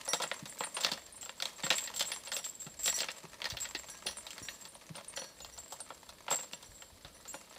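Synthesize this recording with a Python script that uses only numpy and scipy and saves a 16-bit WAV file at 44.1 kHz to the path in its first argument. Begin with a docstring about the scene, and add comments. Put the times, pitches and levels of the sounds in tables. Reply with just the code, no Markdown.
"""On a dirt track in a wood, a draught horse walks away, dragging a wooden spreader bar on trace chains.
Impacts on stones excite the resonances of the bar and its iron hook, and each blow ploughs up soil.
Chain links collide and ring as they swing; a harness ring, a clip and a buckle chime in free vibration.
Hooves thud on soft ground, and trunks scatter the sound over a faint rustle of leaves."""
import sys
import numpy as np
from scipy import signal
from scipy.fft import rfft, irfft
from scipy.io import wavfile
from scipy.ndimage import uniform_filter1d

SR = 44100
rng = np.random.default_rng(int(sys.argv[2]) if len(sys.argv) > 2 else 0)


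def wav_record(signal):
    """Record a signal, one row per channel, as 16-bit PCM in the file named by sys.argv[1]."""
    frames = np.transpose(np.atleast_2d(signal))
    bounded = np.clip(frames, -1, 1)
    # unit amplitude maps onto the largest positive 16-bit level
    quanta = np.round(bounded * 32767).astype(np.int16)
    wavfile.write(sys.argv[1], SR, quanta)


N = 334278
TIME = np.arange(N) / SR

# Blows on stones. Each row: start in seconds, hook level in dB, bar level in dB, treble tilt in dB,
# chatter in dB. Levels in all tables are relative.
STONE_BLOWS = [(0.078, -44, -39, 8, -18), (0.133, -29, -32.5, 3, -12), (0.1991, -43, -36.5, -1, 13),
               (0.22, -34.5, -52, 0.5, -1), (0.235, -42, -37, -15, -3), (0.314, -34, -38, -9, -14.5),
               (0.6065, -40.5, -34, -14, -7), (0.636, -40, -46, -12, -8), (0.766, -37.5, -38.5, -2.5, 5),
               (0.8072, -39.5, -47, 2, 19), (0.835, -34, -48, 3, -4), (0.8468, -25.5, -36.5, -3.5, -18),
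               (0.863, -34.5, -39.5, -0.5, 5), (0.9162, -33, -42, 1, 1), (1.293, -43, -47, -6, -16),
               (1.4014, -39.5, -49, 2.5, -18), (1.423, -32, -43.5, -2.5, -15), (1.455, -34, -45.5, -2, -28),
               (1.6337, -37, -43, -9.5, 8), (1.665, -39, -39, -6, -10), (1.703, -23.5, -34, -2.5, 17),
               (1.7828, -35, -59, -1.5, -19), (1.8733, -40, -53, -2, -4), (1.9618, -38.5, -56, 10, 1),
               (1.9943, -32.5, -53, 8, -2), (2.0065, -30, -39, -1, -1), (2.1171, -35, -47, -1.5, -1),
               (2.2716, -43.5, -50.5, -1.5, -1), (2.317, -35.5, -46.5, 1, 4), (2.365, -34.5, -45, 3.5, -8),
               (2.442, -41.5, -62, 5, -1), (2.8585, -33, -46, 5.5, -16), (2.8765, -30, -40, -4, -0.5),
               (2.9872, -35, -55, 6.5, -4), (3.004, -32, -47, 3.5, -4), (3.031, -38, -48, -12, -13),
               (3.0854, -36.5, -45, -8, -0.5), (3.4175, -37.5, -47.5, -7, -12),
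               (3.4423, -37, -48.5, -4, -16), (3.4546, -33.5, -45, -2.5, -11), (3.5002, -37.5, -69, 5, 4),
               (3.5688, -38.5, -53, -1, -2), (3.653, -41, -53, -6, -6), (3.7486, -35, -48.5, -3, -6),
               (4.0665, -33, -44, 1.5, 0.5), (4.2663, -43.5, -54, 2.5, -8), (4.3055, -43.5, -61, 1.5, -7),
               (4.3802, -46, -51.5, -4, -13), (4.485, -38.5, -53, -8.5, -16), (4.7515, -56, -52.5, -7, -19),
               (4.9662, -50, -51.5, 10, -2), (4.9791, -50.5, -47.5, -13, 9), (5.172, -39.5, -43, -2, -1),
               (5.2168, -49, -46, -11, -9), (5.4462, -46, -50, 5, -16), (5.7215, -44.5, -43.5, 10, -1),
               (5.903, -51, -43, -9, -6), (6.2806, -41, -39, -13, -1), (6.3111, -37.5, -32.5, -1, -8),
               (6.3231, -39.5, -36, -11, 5), (6.3874, -48.5, -48, -13, 2), (6.533, -41, -49, -1.5, -23),
               (7.0472, -48.5, -52, -2.5, -5), (7.3413, -49, -42.5, -5, -9)]
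# Modes of the wooden bar and of the iron hook. Each row: frequency in Hz, bandwidth in Hz, gain in dB.
BAR_MODES = [(190, 107, -6), (545, 75, 3.5), (624, 44, 4), (712, 100, 2), (975, 217, 0.5), (1400, 237, -2)]
HOOK_MODES = [(1840, 280, -4), (1847, 128, 4), (2720, 136, -1.5), (3232, 375, 8), (3654, 940, 2),
              (3973, 138, 7), (4170, 620, 0.5), (5050, 2870, -2.5)]
# Spectrum of scraping iron. Each row: frequency in Hz, level in dB.
SCRAPE_SPECTRUM = [(300, -14), (1400, -5), (3400, 2), (5000, 5), (6500, 1), (8200, -2.5), (10500, -8),
                   (14500, -14.5)]
def clacks(crack_s=0.0023, chatter_s=0.0098, rise_s=0.00037, hook_db=-1, bar_db=-1, rebound_db=-3):
    """Impact excitation: a hard contact and a flurry of rebounds drive the modes of bar and hook."""
    out, t = np.zeros(N), np.arange(SR // 8) / SR
    for s, iron_db, wood_db, bright_db, chatter_db in [*STONE_BLOWS, *hops(STONE_BLOWS), *pebbles()]:
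        rebounds = unit(contacts(2500, 2.5, size=len(t)))
        chatter = undb(chatter_db + rebound_db) * np.exp(-t / chatter_s) * rebounds
        # a square blow is short and hardly chatters, a glancing one lasts longer
        contact_s = crack_s * undb(0.47 * np.clip(chatter_db, -12, 3))
        crack = np.exp(-t / contact_s) * rng.choice([-1, 1], len(t))
        force = (crack + chatter) * (1 - np.exp(-t / rise_s))
        bar = colour(modal_response(force, BAR_MODES),
                     [(70, -27), (170, -3.5), (260, -0.5), (370, -6.5), (560, -1.5),
                      (1500, -3), (4000, -18)])
        # the hook hangs differently at each blow, so its modes share the force differently
        hook_modes = [(hz, width, db + 2 * rng.standard_normal()) for hz, width, db in HOOK_MODES]
        iron = unit_onset(modal_response(force, hook_modes)) + unit_onset(colour(force, SCRAPE_SPECTRUM))
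        # stone gives a brighter contact than soil
        tilt_db = np.clip(bright_db, -10, 10)
        iron = colour(iron, [(500, -28), (1500, -tilt_db), (2100, -tilt_db),
                             (4200, -4.5), (8400, tilt_db)])
        add(out, s, undb(iron_db + hook_db) * unit_onset(iron) + undb(wood_db + bar_db) * unit_onset(bar))
    return out


def hops(blows, flight_s=0.018, hop_db=-8.5):
    """Inelastic rebound: the bar lands again after each blow, the harder the more glancing the blow."""
    for s, iron_db, wood_db, bright_db, chatter_db in blows:
        loss_db = hop_db + min(chatter_db, 0.5)
        yield s + flight_s, iron_db + loss_db, wood_db + loss_db, bright_db, chatter_db + hop_db


def pebbles(per_s=4, start_m=9.5, walk_m_s=0.67, scatter_db=2.5, chatter_db=-5):
    """Spherical spreading: random blows on pebbles weaken as 1 / distance while the horse walks off."""
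    count = int(per_s * N / SR)
    for k, (jitter, iron, wood, bright) in enumerate(rng.uniform(-1.1, 1, (count, 4))):
        s = (k + (1 + jitter) / 2) * N / SR / count
        spreading_db = -20 * np.log10(1 + walk_m_s * s / start_m)
        iron_db = -47.5 + spreading_db + scatter_db * iron
        wood_db = -51.5 + spreading_db + scatter_db * wood
        yield s, iron_db, wood_db, 7 * bright, chatter_db


# Jerks on the chains. Each row: start in seconds, level in dB.
CHAIN_JERKS = [(0.134, -33), (0.2155, -34.5), (0.477, -43), (0.5863, -34), (0.801, -34.5), (1.2107, -38),
               (1.4275, -45), (1.6378, -30), (1.754, -29), (1.8072, -35), (1.9606, -35), (2.006, -36),
               (2.0597, -34.5), (2.3286, -32.5), (2.4464, -32), (2.6, -37), (2.791, -34.5), (2.833, -27.5),
               (2.8616, -23), (2.955, -28.5), (2.982, -37), (3.6028, -31), (3.771, -43), (3.888, -45),
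               (4.3, -47), (4.172, -45), (4.4474, -43), (4.604, -41.5), (5.1567, -45), (5.577, -46),
               (5.703, -43), (6.3048, -25.5), (6.3235, -29), (6.3935, -39), (6.7462, -47), (6.8018, -46.5),
               (7.279, -41)]
# Idle sway between jerks. Each row: time in seconds, level in dB.
CHAIN_SWAY = [(0.0, -51.5), (0.44, -59), (0.65, -58), (1.52, -62), (1.86, -49.5), (3.04, -63),
              (3.19, -58.5), (3.4, -76), (3.61, -55), (4.08, -63), (4.56, -59), (4.75, -74), (5.45, -64),
              (5.59, -54.5), (6.19, -71.5), (6.54, -55), (6.88, -72), (7.58, -64)]
# Modes of the links. Each row: frequency in Hz, level in dB, 60 dB decay time in seconds.
LINK_MODES = [(7280, -8, .07), (7364, -4, .14), (7438, 0, .13), (7490, -3, .08), (7560, -7, .06),
              (7655, 0, .12), (7700, -4, .07), (7790, -7, .07), (8050, -11, .05), (8348, -10, .12),
              (13038, -24, .15), (14200, -12, .14), (14380, -17, .1), (14659, -22, .15)]
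def chains(knocks_per_s=45, jerk_db=-5, settle_s=0.02, tick_db=-9, tick_s=0.0013, rub_db=-12):
    """Collision and friction: swaying links knock and rub, and a jerk sets off a quick run of knocks."""
    sway, jerks = np.zeros(N), np.zeros(N)
    knocks = [chime(LINK_MODES, scatter_db=4, detune=0.004, seconds=0.2) for _ in range(96)]
    t = np.arange(len(knocks[0])) / SR
    # each knock opens with the dry tick of iron on iron
    for knock in knocks:
        tick = colour(rng.standard_normal(len(t)) * np.exp(-t / tick_s), SCRAPE_SPECTRUM)
        knock += undb(tick_db) * peak(knock) * tick / peak(tick)
    for s in rng.uniform(0, N / SR, rng.poisson(knocks_per_s * N / SR)):
        add(sway, s, undb(3.1 * rng.standard_normal()) * knocks[rng.integers(len(knocks))])
    for s, db in CHAIN_JERKS:
        run = np.zeros(SR // 3)
        for lag in np.append(0, np.minimum(rng.exponential(settle_s, size=4), 0.1)):
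            i = int(lag * SR)
            run[i:i + len(t)] += np.exp(-lag / settle_s / 2) * knocks[rng.integers(len(knocks))]
        add(jerks, s, undb(db + jerk_db) * run / peak(run))
    slips = grains(per_s=500, spread_db=4.5, low_hz=1330, high_hz=8800, fade_s=0.00098)
    rub = steady(colour(slips, SCRAPE_SPECTRUM), 0.061)
    # each jerk leaves the chains swinging
    swing = stirred(CHAIN_SWAY, CHAIN_JERKS, swell_db=-7, rise_s=0.0082, fall_s=0.048)
    return (steady(sway, 0.079) + undb(rub_db) * rub) * swing + jerks


# Blows on the harness ring. Each row: start in seconds, level in dB, offset of the low modes in dB.
RING_BLOWS = [(0.0875, -30.5, -1), (2.1174, -37.5, -9), (2.3726, -41.5, -4), (2.853, -36.5, 1),
              (2.9415, -37, 6), (3.898, -44, -1), (4.0625, -35, -4.5), (4.4252, -46.5, 1.5),
              (4.4912, -52.5, 6), (5.163, -43.5, 6), (5.1934, -46, 6), (5.525, -57, 6), (6.5256, -55.5, 2),
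              (6.646, -58, 6), (7.1457, -53, -2.5), (7.3322, -46.5, -4.5)]
# Modes of the ring. Each row: frequency in Hz, level in dB, 60 dB decay time in seconds.
RING_MODES = [(1637, -15, .5), (1943, -14, .4), (4387, -5, .28), (5683, 0, .27), (5913, -6, .24),
              (5990, -5, .24), (9383, -2, .13), (9530, -2, .14), (10055, -7, .17), (10150, -1, .12),
              (11203, -16, .15), (12613, -20, .18)]
def harness_ring(high_db=-2, low_db=-3, split_hz=8000):
    """Free vibration: the loose ring chimes, each blow weighting its high and low modes differently."""
    out, modes = np.zeros(N), np.array(RING_MODES)
    is_low = modes[:, 0] < split_hz
    for s, db, offset_db in RING_BLOWS:
        for band, band_db in ((modes[~is_low], high_db), (modes[is_low], low_db + offset_db)):
            ringing = chime(band, scatter_db=3, detune=0.0018, seconds=0.5)
            sound = rattle(ringing, bounce_s=0.016, bounce_db=-3.5)
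            add(out, s, undb(db + band_db) * sound / peak(sound))
    return out


CLIP_BLOWS = [(0.232, -40), (0.3341, -45.5), (0.497, -42), (0.6406, -37), (0.7462, -36.5), (1.1253, -44.5),
              (1.1648, -46.5), (1.7645, -39), (2.0802, -42), (2.281, -41.5), (4.17, -41), (4.6853, -50),
              (4.7456, -50.5), (4.9573, -44.5), (5.082, -37.5), (5.8047, -38.5)]
BUCKLE_BLOWS = [(4.43, -52), (4.49, -52), (5.16, -48), (5.418, -49), (7.28, -50), (7.345, -52.5)]
# Their modes. Each row: frequency in Hz, level in dB, 60 dB decay time in seconds.
CLIP_MODES = [(8200, -13, 0.22), (8940, -4, 0.071), (8980, 3, 0.12), (9730, -2, 0.046), (10330, -18, 0.13)]
BUCKLE_MODES = [(2770, -7.5, 0.35), (4340, -10, .25), (7000, 6, 0.21), (8060, -8, .11), (14100, -8, .2),
                (15100, -13, .18)]
def clip_and_buckle(clip_db=-1, buckle_db=0):
    """Free vibration: small metal parts ring in high, inharmonic modes and rattle on their mounts."""
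    out = np.zeros(N)
    for blows, modes, gain_db in ((CLIP_BLOWS, CLIP_MODES, clip_db),
                                  (BUCKLE_BLOWS, BUCKLE_MODES, buckle_db)):
        for s, db in blows:
            ringing = chime(modes, scatter_db=3.5, detune=0.003, seconds=0.35)
            sound = rattle(ringing, bounce_s=0.007, bounce_db=-7)
            add(out, s, undb(db + gain_db) * sound / peak(sound))
    return out


# Hooves and boots landing. Each row: start in seconds, level in dB, centre frequency in Hz.
FOOTFALLS = [(0.424, -39, 164), (0.917, -36, 280), (1.637, -35.5, 174), (2.663, -41.5, 175),
             (3.239, -44.5, 184), (3.521, -39, 74), (3.749, -37.5, 292), (4.058, -39.5, 300),
             (4.416, -42, 165), (4.9, -39.5, 140), (6.687, -50, 64), (6.917, -51, 55), (7.04, -48, 66.4)]
def hooves(gain_db=-2, decay_cycles=1.36, relative_width=1.68):
    """Heavy damping: soft soil takes the weight in a few low, uneven cycles."""
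    out, t = np.zeros(N), np.arange(SR // 4) / SR
    for s, db, hz in FOOTFALLS:
        thud = np.exp(-t * hz / decay_cycles) * rng.standard_normal(len(t))
        for _ in range(4):
            thud = resonate(thud, hz, hz * relative_width)
        add(out, s, undb(db + gain_db) * thud / peak(thud))
    return out


# Crunch of the steady drag. Each row: time in seconds, level in dB.
SOIL_DRAG = [(0.0, -49), (0.55, -56.5), (0.8, -50), (1.03, -58.5), (1.29, -65), (1.58, -52), (2.28, -56),
             (2.57, -67), (2.83, -58.5), (3.0, -45.5), (3.12, -55.5), (4.39, -56), (4.68, -61.5),
             (5.11, -55), (5.24, -63), (6.42, -60), (6.82, -69), (7.58, -57.5)]
# Spectrum of crumbling soil. Each row: frequency in Hz, level in dB.
SOIL_SPECTRUM = [(90, -24), (180, 4), (260, 1.5), (360, -1.5), (600, 7), (1000, -4), (1700, -1), (3500, -7),
                 (6500, -5), (9000, -8), (15000, -17.5)]
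def soil(wood_db=-7, slide_db=-8):
    """Brittle fracture: clods and twigs crumble under the sliding bar, which rings faintly with them."""
    crumbs = grains(per_s=150, spread_db=5.5, low_hz=1000, high_hz=7000, fade_s=0.0037)
    grit = unit(crumbs) + undb(slide_db) * rng.standard_normal(N)
    crunch = unit(colour(grit, SOIL_SPECTRUM)) + undb(wood_db) * unit(modal_response(grit, BAR_MODES))
    # each blow on a stone ploughs up more soil
    ploughing = stirred(SOIL_DRAG, STONE_BLOWS, swell_db=-13, rise_s=0.012, fall_s=0.044)
    return steady(crunch, 0.1) * ploughing


def trunks(x, near_db=-10, near_decay_s=0.011, far_db=-18, far_decay_s=0.062):
    """Scattering: ground and ferns reflect the sound at once, the trunks later and duller."""
    t = np.arange(SR * 3 // 4) / SR
    near = rng.standard_normal(len(t)) * np.exp(-t / near_decay_s) * (t > 0.002)
    far = contacts(1500, 1.7, size=len(t)) * np.exp(-t / far_decay_s) * (t > 0.02)
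    far = colour(far, [(100, 4.5), (600, -4), (3500, 0), (8000, -10), (15000, 0)])
    echoes = undb(near_db) * near / np.linalg.norm(near) + undb(far_db) * far / np.linalg.norm(far)
    return x + signal.fftconvolve(x, echoes)[:N]


# Spectrum of the quiet forest. Each row: frequency in Hz, level in dB.
FOREST_SPECTRUM = [(15, -54), (25, -15), (219, -0.5), (394, -5.5), (558, -1), (769, -9), (2560, -15),
                   (4380, -9), (6540, -20.5), (7480, -23.5), (8780, -13), (13800, -20.5), (15000, -24.5)]
def forest(leaves_db=-61, air_db=-71, gust_db=4):
    """Flow noise: leaves rustle faintly and evenly, and light air rumbles in slow puffs."""
    leaves = unit(colour(rng.standard_normal(N), FOREST_SPECTRUM))
    gusts = np.interp(TIME, np.linspace(0, N / SR, 60), rng.standard_normal(60))
    rumble = resonate(resonate(rng.standard_normal(N), 59, 50), 59, 50)
    return undb(leaves_db) * leaves + undb(air_db) * unit(rumble * undb(gust_db * gusts))


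def chime(modes, scatter_db, detune, seconds):
    """Modal superposition: damped sines whose strengths vary with the spot that is struck."""
    t = np.arange(int(seconds * SR)) / SR
    hz, db, t60 = np.transpose(modes)[:, :, None]
    spot, mistuning, side = rng.standard_normal((3, len(modes), 1))
    waves = np.sign(side) * np.sin(2 * np.pi * hz * (1 + detune * mistuning) * t)
    return np.sum(undb(db + scatter_db * spot - 60 * t / t60) * waves, axis=0)


def rattle(sound, bounce_s, bounce_db):
    """Repeated impact: a loose part bounces on its mount, each touch ringing anew and more weakly."""
    out = sound.copy()
    for k, lag in enumerate(np.cumsum(bounce_s * rng.uniform(0.3, 1.7, 4))):
        i = min(int(lag * SR), len(sound) - 1)
        out[i:] += undb(bounce_db * (k + 2.5)) * sound[:len(sound) - i]
    return out


def contacts(per_s, spread_db, size):
    """Poisson process: random tiny impacts, many weak and a few strong."""
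    strength = undb(spread_db * np.minimum(rng.exponential(1, size), 3))
    return (rng.random(size) < per_s / SR) * strength * rng.choice([-1, 1], size)


def grains(per_s, spread_db, low_hz, high_hz, fade_s, kinds=96):
    """Shot noise: small snaps at random times, each kind with its own broad band and length."""
    out, t = np.zeros(N), np.arange(SR // 30) / SR
    fades = fade_s * 2 ** rng.uniform(-0.97, 1, kinds)
    snaps = [unit(resonate(rng.standard_normal(len(t)) * np.exp(-t / fade), hz, min(2 * hz, SR / 5)))
             for hz, fade in zip(np.geomspace(low_hz, high_hz, kinds), fades)]
    for when, kind, luck in rng.random((int(per_s * N / SR), 3)):
        strength = undb(spread_db * min(-np.log(1 - luck), 3))
        add(out, when * N / SR, strength * snaps[int(kind * kinds)])
    return out


def stirred(curve, events, swell_db, rise_s, fall_s):
    """Incoherent addition: a slow level curve and a swell after each event sum in power to a gain."""
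    power = undb(np.interp(TIME, *np.transpose(curve))) ** 2
    t = np.arange(SR // 2) / SR
    swell = (1 - np.exp(-t / rise_s)) * np.exp(-t / fall_s)
    for s, db, *_ in events:
        add(power, s, (undb(db + swell_db) * swell) ** 2)
    return np.sqrt(power)


def modal_response(force, modes):
    """Forced vibration: the resonances of a body add with alternating sign."""
    return sum((-1) ** k * undb(db) * resonate(force, hz, width)
               for k, (hz, width, db) in enumerate(modes))


def resonate(x, hz, width):
    """Second-order resonance with gain 1 at its centre."""
    return signal.lfilter(*signal.iirpeak(min(hz, SR / 2 - 1), hz / width, fs=SR), x)


def colour(x, points):
    """Minimum-phase filter through (Hz, dB) points, built by folding the cepstrum."""
    hz, db = np.transpose(points)
    f = np.fft.rfftfreq(2048, 1 / SR)
    gain = undb(np.interp(np.log(f + 1), np.log(hz), db))
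    cepstrum = irfft(np.log(gain))
    cepstrum[1:len(f) - 1] *= 2
    cepstrum[len(f):] = 0
    return signal.fftconvolve(x, irfft(np.exp(rfft(cepstrum))))[:len(x)]


def steady(x, seconds):
    """Division by the running rms evens out the slow level and keeps the grain."""
    power = uniform_filter1d(x ** 2, int(seconds * SR))
    return x / np.sqrt(np.abs(power) + np.mean(x ** 2) / 20)


def peak(x):
    """Highest rms over 2 ms."""
    return np.sqrt(uniform_filter1d(x ** 2, 88).max())


def unit_onset(x):
    """Normalisation to rms 1 over the first 12 ms."""
    return x / np.sqrt(np.mean(x[:530] ** 2))


def unit(x):
    """Normalisation to rms 1."""
    return x / np.sqrt(np.mean(x ** 2))


def undb(db):
    """Decibels to amplitude ratio."""
    return 10 ** (np.asarray(db) / 20)


def add(track, s, sound):
    """Superposition of a sound on a track at s seconds."""
    i = max(int(s * SR), 0)
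    track[i:i + len(sound)] += sound[:max(N - i, 0)]


def scene():
    """Linear superposition: load, harness and horse, their echoes, and the forest behind them."""
    team = clacks() + chains() + harness_ring() + clip_and_buckle() + hooves() + soil()
    return (trunks(team) + forest())[None]


def record(dry, top_hz=15500):
    """Band limiting: a steep elliptic low-pass cuts the highest treble."""
    return signal.sosfilt(signal.ellip(10, 0.2, 80, top_hz, fs=SR, output="sos"), dry)


dry = scene()
out = record(dry)
wav_record(out)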